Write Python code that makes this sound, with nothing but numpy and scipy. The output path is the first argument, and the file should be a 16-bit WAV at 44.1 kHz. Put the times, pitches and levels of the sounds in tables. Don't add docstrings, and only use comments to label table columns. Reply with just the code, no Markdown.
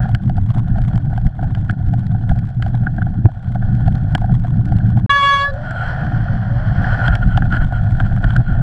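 import sys
import numpy as np
from scipy import signal
from scipy.fft import rfft, irfft, next_fast_len
from scipy.io import wavfile
from scipy.ndimage import uniform_filter1d, map_coordinates

SR = 44100
rng = np.random.default_rng(int(sys.argv[2]) if len(sys.argv) > 2 else 0)


def put_to_file(sound):
    columns = np.atleast_2d(sound).T
    safe = np.clip(columns, -1, 1)
    whole_steps = np.round(safe * 32767)
    wavfile.write(sys.argv[1], SR, whole_steps.astype(np.int16))


N = 380141
TIME_S = np.arange(N) / SR
SILENCE_START_S, SILENCE_END_S = 5.062, 5.094


def amp(db):
    return 10 ** (np.asarray(db) / 20)


def unit(x):
    return x / np.sqrt(np.mean(x ** 2) + 1e-20)


def curves(rows):
    knot_s, *columns = np.transpose(rows)
    return [np.interp(TIME_S, knot_s, column) for column in columns]


def during(rows):
    inside = (TIME_S > rows[0][0]) & (TIME_S < rows[-1][0])
    return uniform_filter1d(1.0 * inside, size=128)


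def hump(middle_s, length_s):
    return np.cos(np.pi * np.clip((TIME_S - middle_s) / length_s, -.5, .5)) ** 2


def swell(t, rise_s):
    return t / rise_s * np.exp(1 - t / rise_s)


def along(points, hz):
    f, value = np.transpose(points)
    return np.interp(np.log(hz), np.log(f), value)


def wobble(rate_hz):
    knots = rng.standard_normal(int(N * rate_hz / SR) + 4)
    return map_coordinates(knots, [np.arange(N) * rate_hz / SR])


def coloured(x, spectrum):
    size = 2 * next_fast_len(N // 2 + 8192)
    hz, db = np.transpose(spectrum)
    log_bins = np.log(np.fft.rfftfreq(size, 1 / SR) + 1)
    gain = amp(np.interp(log_bins, np.log(hz), db))
    cepstrum = irfft(np.log(gain))[:size // 2]
    cepstrum[0] /= 2
    response = np.exp(rfft(2 * cepstrum, size))
    return unit(irfft(rfft(x, size) * response)[:N])


def noise(spectrum):
    return coloured(rng.standard_normal(N), spectrum)


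def steady(x, seconds):
    window = signal.windows.hann(int(seconds * SR) + 3)
    power = np.abs(signal.fftconvolve(x ** 2, window / window.sum(), "same"))
    return x / np.sqrt(power + 1e-6)


def grains(rate_hz, spread_db):
    hit = rng.random(N) < rate_hz / SR
    size = amp(spread_db * np.minimum(rng.exponential(size=N), 4))
    return unit(hit * size * np.sign(rng.standard_normal(N)))


def ticks(rate_hz, range_db):
    hit = rng.random(N) < rate_hz / SR
    size = amp(-range_db * np.sqrt(rng.random(N)))
    return unit(hit * size * np.sign(rng.standard_normal(N)))


# middle t/s, length/s, load/dB
LOAD_SWINGS = [(0.192, .11, -9.5), (0.563, 0.072, 7), (1.263, .07, 12), (1.312, 0.17, -12),
               (1.753, 0.05, -13), (2.314, 0.086, 10), (2.529, 0.11, -10.5), (2.681, 0.036, 10.5),
               (2.797, 0.047, -1.5), (3.191, 0.062, 8.5), (3.261, 0.037, 9), (4.334, 0.1, 6.5),
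               (6.755, 0.054, -4), (6.81, 0.098, 6), (7.267, 0.073, 7), (7.722, 0.2, -6.5),
               (8.403, 0.065, 7.5), (8.452, 0.15, -11)]
JOLT_DB, JOLT_S = 3, 0.037


def load():
    swings_db = sum(db * hump(middle_s, length_s) for middle_s, length_s, db in LOAD_SWINGS)
    jolts = sum(hump(s, JOLT_S) for s, *_ in [*BUMPS, *STONES])
    return swings_db + JOLT_DB * (np.minimum(jolts, 1) - .1)


# t/s, base level/dB
WIND_LEVEL = [(0, -24), (.85, -17.5), (1.4, -24.5), (3.22, -23), (3.35, -36), (3.7, -20), (5.05, -25),
              (5.1, -34), (5.47, -30), (6.5, -20.5), (7.3, -15.5), (8.62, -15.5)]
# t/s, base level/dB
GROUND_SHAKE = [(0, -16.5), (.7, -16), (1.1, -18.5), (2.3, -19), (2.75, -17.5), (3.0, -19), (3.26, -18.5),
                (3.33, -29), (3.5, -21.5), (3.74, -13.5), (4.15, -18), (5.01, -12), (5.06, -14.5),
                (5.1, -29), (5.47, -29.5), (5.6, -24.5), (6.15, -18), (7.4, -16.5), (7.75, -17.5),
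                (8.62, -15)]
# f/Hz, relative level/dB
BUFFET_SPECTRUM = [(8, -17), (18, 12.5), (30, 9), (48, 9), (70, 1.5), (100, 2), (200, -73)]
# f/Hz, relative level/dB
BOOM_SPECTRUM = [(40, -15), (75, -10), (100, -2), (116, 3), (140, -6.5), (170, -20.5), (240, -32.5),
                 (500, -62.5), (2000, -110)]
# f/Hz, relative level/dB
DRONE_SPECTRUM = [(90, -34), (135, -1.5), (160, 0.5), (188, 1), (220, -8), (265, -15.5), (315, -18.5),
                  (370, -32.5), (460, -37.5), (900, -57.5), (2000, -100)]
WIND_DB_PER_LOAD_DB, BOOM_DB_PER_LOAD_DB, DRONE_DB_PER_LOAD_DB = .9, 1, 0.96
DRONE_DB_PER_SHAKE_DB = 1.175


def rumble(load_db):
    wind_db, = curves(WIND_LEVEL)
    shake_db, = curves(GROUND_SHAKE)
    shake_db = shake_db + 1.44 * wobble(22)
    buffet_db = wind_db + WIND_DB_PER_LOAD_DB * load_db + 2.5 * wobble(14) - 0.6
    boom_db = shake_db + BOOM_DB_PER_LOAD_DB * load_db + 1.7 * wobble(16) + 0.2
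    drone_db = DRONE_DB_PER_SHAKE_DB * shake_db + DRONE_DB_PER_LOAD_DB * load_db
    drone_db = drone_db + 2.0 * wobble(24) - 4.0
    buffet = amp(buffet_db) * steady(noise(BUFFET_SPECTRUM), seconds=0.64)
    boom = amp(boom_db) * steady(noise(BOOM_SPECTRUM), seconds=0.22)
    drone = amp(drone_db) * steady(noise(DRONE_SPECTRUM), seconds=0.17)
    return buffet + boom + drone


# t/s, base level/dB
ROLL_LEVEL = [(0, -38.5), (.4, -51.5), (.75, -42.5), (1.1, -47.5), (2.5, -46), (3.4, -47), (3.65, -42.5),
              (4.4, -47.5), (4.85, -42), (5.1, -51.5), (5.85, -33.5), (6.55, -40), (7, -30), (7.25, -39.5),
              (8.62, -39)]
# f/Hz, relative level/dB
THRUM_SPECTRUM = [(250, -19.5), (430, -20), (560, -10.5), (660, -5.5), (730, 1.5), (790, -3.5), (900, -17),
                  (1100, -25.5), (1600, -23), (4000, -84)]
# f/Hz, relative level/dB
CRUNCH_SPECTRUM = [(600, -51.5), (1000, -17.5), (1250, -15), (1380, -2), (1465, 5.5), (1580, -2),
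                   (1800, -5.5), (2050, -29), (2500, -24), (3500, -53), (8000, -88)]
# f/Hz, relative level/dB
GRIT_SPECTRUM = [(1500, -19), (2600, -14.5), (3000, -2.5), (3300, 1.5), (3750, -11), (4200, -4.5),
                 (5000, -15.5), (6000, -15), (6800, -37), (7500, -16), (8600, -33.5), (9700, -24.5),
                 (11000, -40), (16000, -54)]


def tyres(load_db):
    roll_db, = curves(ROLL_LEVEL)
    uneven_db = np.where(TIME_S < SILENCE_START_S, 3, 1.5)
    ground_db = uneven_db * wobble(35) + 0.47 * load_db
    thrum = steady(coloured(grains(1500, spread_db=5.0), THRUM_SPECTRUM), seconds=0.57)
    crunch = steady(coloured(grains(4000, spread_db=7.0), CRUNCH_SPECTRUM), seconds=0.18)
    grit = coloured(grains(7000, spread_db=5.0), GRIT_SPECTRUM)
    thrum = amp(roll_db + ground_db + 2.5) * thrum
    crunch = amp(1.463 * roll_db + ground_db + 18) * crunch
    grit = amp(roll_db + 0.68 * ground_db - 19.5) * grit
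    return thrum + crunch + grit


# t/s, base level/dB
LOOSE_GRIT = [(0, -56), (3.6, -58.5), (5, -53.5), (5.6, -70.5), (7.1, -77), (7.35, -52), (8.3, -51.5),
              (8.62, -67)]
# f/Hz, relative level/dB
SPRAY_SPECTRUM = [(900, -11.5), (1600, 15), (2500, 1.5), (3300, -2), (5000, -4.5), (6500, -13.5),
                  (7600, -7.5), (8700, -17.5), (9800, -13), (11500, -24.5), (16000, -39.5)]
# f/Hz, relative level/dB
MUD_SPECTRUM = [(400, -22), (750, 8.5), (1100, 6), (1600, -5.5), (2100, -2.5), (2600, -15.5), (3300, -4.5),
                (4500, -23), (6500, -25.5), (7600, -23), (10000, -31), (14000, -38.5)]
FLURRY_DB = 2.5


def spray(load_db):
    loose_db, = curves(LOOSE_GRIT)
    loose_db = loose_db + 0.99 * load_db + FLURRY_DB * wobble(8)
    sharp = coloured(ticks(60, range_db=22), SPRAY_SPECTRUM)
    burst = signal.windows.hann(SR // 130)
    splats = signal.fftconvolve(np.abs(ticks(60, range_db=22)), burst)[:N]
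    mud = coloured(splats * rng.standard_normal(N), MUD_SPECTRUM)
    return amp(loose_db - 4.5) * sharp + amp(loose_db + 5.5) * mud


# nominal f/Hz, rise/s, relative level/dB
CASE_MODES = [(260, 0.0055, -0.5), (739.7, 0.0042, 2.5), (1509, 0.0022, -0.5), (1610, 0.0056, -9),
              (3127, 0.0014, -4.5), (4500, 0.0022, -11.5), (7960, 0.0018, -14.5)]
# f/Hz, share
HARDNESS_SHARE = [(740, 0.091), (1500, 0), (3100, 1), (7600, 1)]
# f/Hz, relative level/dB
SLAP_SPECTRUM = [(500, -17), (1100, 6), (1600, -0.5), (2200, 1), (2700, -8), (3300, 4), (3900, -19.5),
                 (6000, -24.5), (9000, -46), (14000, -49.5)]


def knocks(blows, force):
    out, slaps, cracks = np.zeros((3, N + SR))
    t = np.arange(SR // 20) / SR
    chances = rng.standard_normal((len(blows), len(CASE_MODES), 2))
    for (start_s, peak_db, hard_db), chance in zip(blows, chances):
        def drive_db(hz):
            return peak_db + along(force, hz) + hard_db * along(HARDNESS_SHARE, hz)

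        start = round(start_s * SR)
        at = slice(start, start + len(t))
        for (hz, rise_s, mode_db), (detune, phase) in zip(CASE_MODES, chance):
            angle = 2 * np.pi * hz * (1 + 0.028 * detune) * t + np.pi * phase
            out[at] += amp(drive_db(hz) + mode_db) * swell(t, rise_s) ** 3 * np.sin(angle)
        slaps[at] += amp(drive_db(hz=2980) - 7.5) * swell(t, rise_s=0.0015)
        cracks[at] += amp(drive_db(hz=7640) + 6.0) * swell(t, rise_s=0.0015)
    return out[:N] + slaps[:N] * noise(SLAP_SPECTRUM) + cracks[:N] * noise(SPRAY_SPECTRUM)


SHUDDER_S, SHUDDER_DB = 0.027, -16.5


def shudder(blows, force):
    def swells(hz):
        return sum(amp(peak_db + along(force, hz) + SHUDDER_DB) * hump(s + SHUDDER_S / 8, SHUDDER_S)
                   for s, peak_db, _ in blows)

    return swells(hz=740) * noise(THRUM_SPECTRUM) + swells(hz=1530) * noise(CRUNCH_SPECTRUM)


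# t/s, drive level/dB, hardness/dB
BUMPS = [(.0906, -25, 9), (.295, -23, 9), (.3679, -35, 17.5), (.3788, -23, 0.5), (.504, -32.5, 5),
         (.571, -26.5, -2.5), (.757, -25.5, -3), (.7829, -23, 5), (.957, -31, 14.5), (1.1278, -25, -4),
         (1.176, -21.5, 5.5), (1.3902, -23, -27), (1.4272, -21, -1), (1.442, -29.5, 6.5), (1.5709, -29, -1),
         (1.9366, -22.5, 6), (2.1469, -26, -13), (2.313, -20.5, -5.5), (2.662, -22.5, 4),
         (2.7428, -23, -24), (2.9816, -25.5, -4.5), (3.066, -24, -5), (3.2538, -16, -8), (3.286, -30, -8.5),
         (3.5543, -20.5, -5), (3.8778, -19, 6.5), (4.1496, -20, 8), (4.2174, -24, -7), (4.2415, -20.5, -7),
         (4.2938, -24, -10), (4.445, -25, -9), (4.72, -19.5, 2), (4.9714, -21, 1), (7.0803, -16, -5),
         (7.3748, -15.5, 3.5), (7.7223, -17.5, -9.5)]
# f/Hz, relative level/dB
BUMP_SPECTRUM = [(240, -11), (740, 0.5), (1500, -8.5), (3100, -22.5), (7600, -31)]


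def bumps():
    return knocks(BUMPS, BUMP_SPECTRUM) + shudder(BUMPS, BUMP_SPECTRUM)


# t/s, drive level/dB, hardness/dB
CLACKS = [(.1476, -20.5, 12.5), (1.5487, -29.5, 19), (1.6958, -13.5, 1), (2.293, -24.5, 4.5),
          (2.6234, -24.5, 18), (2.8677, -12, -16), (2.9816, -24.5, -11.5), (3.0182, -16, -9.5),
          (3.6237, -24, -6), (4.1496, -13.5, 15.5), (4.802, -27.5, -14), (4.856, -28.5, -5.5),
          (5.7071, -19, -8), (6.8428, -16.5, -9), (7.0793, -9, 8), (7.1535, -25, 19), (7.3738, -20.5, 18),
          (7.4214, -12.5, -8), (7.5236, -13.5, 4.5), (7.5387, -12, -12), (7.5665, -17, 6),
          (7.6136, -16.5, -20), (8.001, -11, 2), (8.1745, -20.5, -4), (8.2413, -11.5, 4),
          (8.3051, -23, 9.5), (8.3622, -12.5, -24)]
# f/Hz, relative level/dB
CLACK_SPECTRUM = [(240, -8.5), (740, -11.5), (1500, 0), (3100, -15), (7600, -37)]


def clacks():
    return knocks(CLACKS, CLACK_SPECTRUM) + shudder(CLACKS, CLACK_SPECTRUM)


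# t/s, drive level/dB, ping f/Hz
STONES = [(0.1482, -26.5, 4500), (0.504, -43, 4300), (0.818, -39, 3970), (0.8829, -42.5, 4130),
          (0.9566, -40, 4640), (1.2668, -36, 4400), (1.709, -34.5, 4300), (1.9935, -40, 4000),
          (2.0667, -39, 4000), (2.389, -37.5, 4200), (2.6223, -38.5, 4070), (3.2522, -47, 4060),
          (3.879, -37.5, 4140), (3.9534, -36, 4230), (4.15, -22.5, 4100), (4.322, -42.5, 5000),
          (4.7671, -41.5, 4160), (5.5373, -43, 4330), (5.7094, -35.5, 7500), (7.152, -28, 5330),
          (7.3721, -36, 4330), (8.3638, -28, 4130)]
STONE_RISE_S, STONE_BODY_HZ = .0011, 3190


def stones():
    pings, cracks = np.zeros((2, N + SR))
    t = np.arange(SR // 50) / SR
    envelope = swell(t, STONE_RISE_S)
    body = np.sin(2 * np.pi * STONE_BODY_HZ * t)
    for start_s, db, hz in STONES:
        start = round(start_s * SR)
        at = slice(start, start + len(t))
        ping = np.sin(2 * np.pi * hz * t)
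        pings[at] += envelope ** 3 * (amp(db - 5.5) * ping + amp(db - 6) * body)
        cracks[at] += amp(db) * envelope
    return pings[:N] + cracks[:N] * noise(SPRAY_SPECTRUM)


BEAT_MIN_HZ, BEAT_MAX_HZ = 5, 13


def beating():
    rate, start = rng.random(2)
    hz = BEAT_MIN_HZ + rate * (BEAT_MAX_HZ - BEAT_MIN_HZ)
    return 1.06 * np.sin(2 * np.pi * (hz * TIME_S + start)) + 0.43 * wobble(60)


# t/s, mean f/Hz
SQUEAL_HZ = [(5.1, 562.6), (5.135, 563.9), (5.16, 565.9), (5.2, 560.8), (5.228, 559.1), (5.28, 561.8),
             (5.345, 560.8), (5.365, 558.6), (5.42, 559.4), (5.46, 566.6), (5.5, 569)]
# t/s, level/dB
SLIP_LEVEL = [(5.095, -7.5), (5.103, 3), (5.135, -3), (5.2, -2), (5.23, 0), (5.345, 0.5), (5.365, -3),
              (5.435, -5.5), (5.512, -25.5)]
# t/s, level before flutter/dB
THIRD_PARTIAL = [(5.1, -16.5), (5.165, -13.5), (5.215, -28), (5.228, -40), (5.24, -24.5), (5.275, -16),
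                 (5.345, -16.5), (5.37, -25), (5.42, -22), (5.465, -15.5), (5.512, -33)]
# multiple of pitch, base level/dB, gain per slip/(dB/dB), beating depth/dB
SQUEAL_PARTIALS = [(1, -34.5, 0, 5), (2, -12.5, 1, -0.1), (4, -27, 1.6, -2.5), (5, -34.5, 1.3, 4),
                   (6, -24.5, 1.3, -0.6), (7, -45.5, 0.3, 8.5), (8, -41, 0.6, 5), (9, -51, 0.5, 0.5),
                   (10, -54.5, 1.2, 4), (11, -48.5, 1.5, -4), (12, -60.5, 2.3, 7), (13, -55.5, .8, 4),
                   (14, -59, 2, 5.5)]
# f/Hz, relative level/dB
SCRAPE_SPECTRUM = [(400, -6), (720, -5.5), (950, -12), (1450, 9.5), (2050, -12), (3200, -3), (3900, -14.5),
                   (6300, -16.5), (9000, -23), (13000, -32), (15500, -50.5)]


def squeal():
    hz, = curves(SQUEAL_HZ)
    slip_db, = curves(SLIP_LEVEL)
    third_db, = curves(THIRD_PARTIAL)
    phase = 2 * np.pi * np.cumsum(hz * (1 + .0015 * wobble(500))) / SR
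    partials = [(k, db + growth * slip_db + beat_db * beating())
                for k, db, growth, beat_db in SQUEAL_PARTIALS]
    partials += [(3, third_db)]
    top_db = 1.5 * slip_db - 64.5
    partials += [(k, top_db - .9 * (k - 15) + 3 * wobble(40)) for k in range(15, 28)]
    gate = during(SLIP_LEVEL)
    on = gate > 1e-6
    tone = np.zeros(N)
    for k, db in partials:
        start_phase = 2 * np.pi * rng.random()
        tone[on] += amp(db[on]) * np.sqrt(2) * np.sin(round(k) * phase[on] + start_phase)
    scrape = amp(0.62 * slip_db - 40.0) * noise(SCRAPE_SPECTRUM)
    flutter = amp(0.93 * wobble(140))
    return gate * (tone * flutter + scrape)


# t/s, base level/dB
BRAKE_PULL = [(5.45, -75), (5.62, -40), (5.78, -65), (5.87, -34.5), (6.05, -38.5), (6.35, -41),
              (6.7, -37.5), (6.9, -33), (7.07, -34.5), (7.11, -69)]
# middle t/s, length/s, base level/dB
PAD_GRAZES = [(5.685, 0.14, -29), (5.818, 0.28, -24), (6.927, .12, -25.5), (7.063, 0.11, -18.5),
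              (7.133, 0.039, -20.5), (7.23, 0.043, -24), (7.338, 0.19, -27.5), (7.547, 0.11, -17),
              (7.623, 0.087, -22.5), (7.762, 0.12, -26), (8.06, 0.055, -28), (8.294, 0.22, -30),
              (8.507, 0.23, -30)]
# f/Hz, relative level/dB
PAD_SPECTRUM = [(300, -13), (700, 5), (1100, 1.5), (1750, 6.5), (2100, -7), (2600, -25), (3150, -5.5),
                (3750, -31), (4300, -18), (5400, -24.5), (6200, -33), (7000, -41), (14000, -73)]
# f/Hz, relative level/dB
DISC_SPECTRUM = [(900, -32.5), (1280, -17.5), (1390, 0.5), (1430, 7), (1455, -3), (1490, 6.5), (1570, -18),
                 (1900, -24.5), (2600, -34.5), (3250, -20.5), (3700, -68), (4130, -27), (4500, -59.5),
                 (7100, -60.5), (7850, -43), (8700, -70.5), (11500, -63.5), (15000, -77.5)]


def brake():
    pull_db, = curves(BRAKE_PULL)
    pull = during(BRAKE_PULL) * amp(pull_db)
    graze = sum(amp(db) * hump(middle_s, length_s) for middle_s, length_s, db in PAD_GRAZES)
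    hiss = (pull + amp(-16) * graze) * amp(2.0 * wobble(28)) * noise(PAD_SPECTRUM)
    ring = (amp(-3) * graze + amp(-9.5) * pull) * steady(noise(DISC_SPECTRUM), seconds=0.18)
    return hiss + ring


# start t/s, length/s, first mean f/Hz, last mean f/Hz, level/dB
TREAD_HUMS = [(5.46, 0.13, 556, 539, -31.5), (5.526, 0.143, 555, 624, -33.5), (5.625, .2, 613, 688, -37),
              (6.252, 0.11, 565, 542, -41), (6.467, 0.16, 549, 600, -36.5), (6.555, .17, 607, 644, -38.5)]


def tread():
    out = np.zeros(N)
    for start_s, length_s, first_hz, last_hz, db in TREAD_HUMS:
        glide_hz = np.interp(TIME_S, [start_s, start_s + length_s], [first_hz, last_hz])
        hz = glide_hz * (1 + 0.015 * wobble(90))
        envelope = np.sqrt(2 * hump(start_s + length_s / 2, length_s))
        out += amp(db) * envelope * np.sin(2 * np.pi * np.cumsum(hz) / SR)
    return out


def scene():
    load_db = load()
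    rolling = rumble(load_db) + tyres(load_db) + spray(load_db)
    rattle = bumps() + clacks() + stones()
    braking = squeal() + brake()
    return (rolling + rattle + braking + tread())[None]


TOP_HZ = 15800


def record(dry):
    live = (TIME_S < SILENCE_START_S) | (TIME_S > SILENCE_END_S)
    live = uniform_filter1d(1.0 * live, size=24)
    rounded = live * dry / (1 + np.abs(dry) ** 8) ** (1 / 8)
    keep = np.fft.rfftfreq(N, 1 / SR) < TOP_HZ
    return irfft(rfft(rounded) * keep, N)


dry = scene()
out = record(dry)
put_to_file(out)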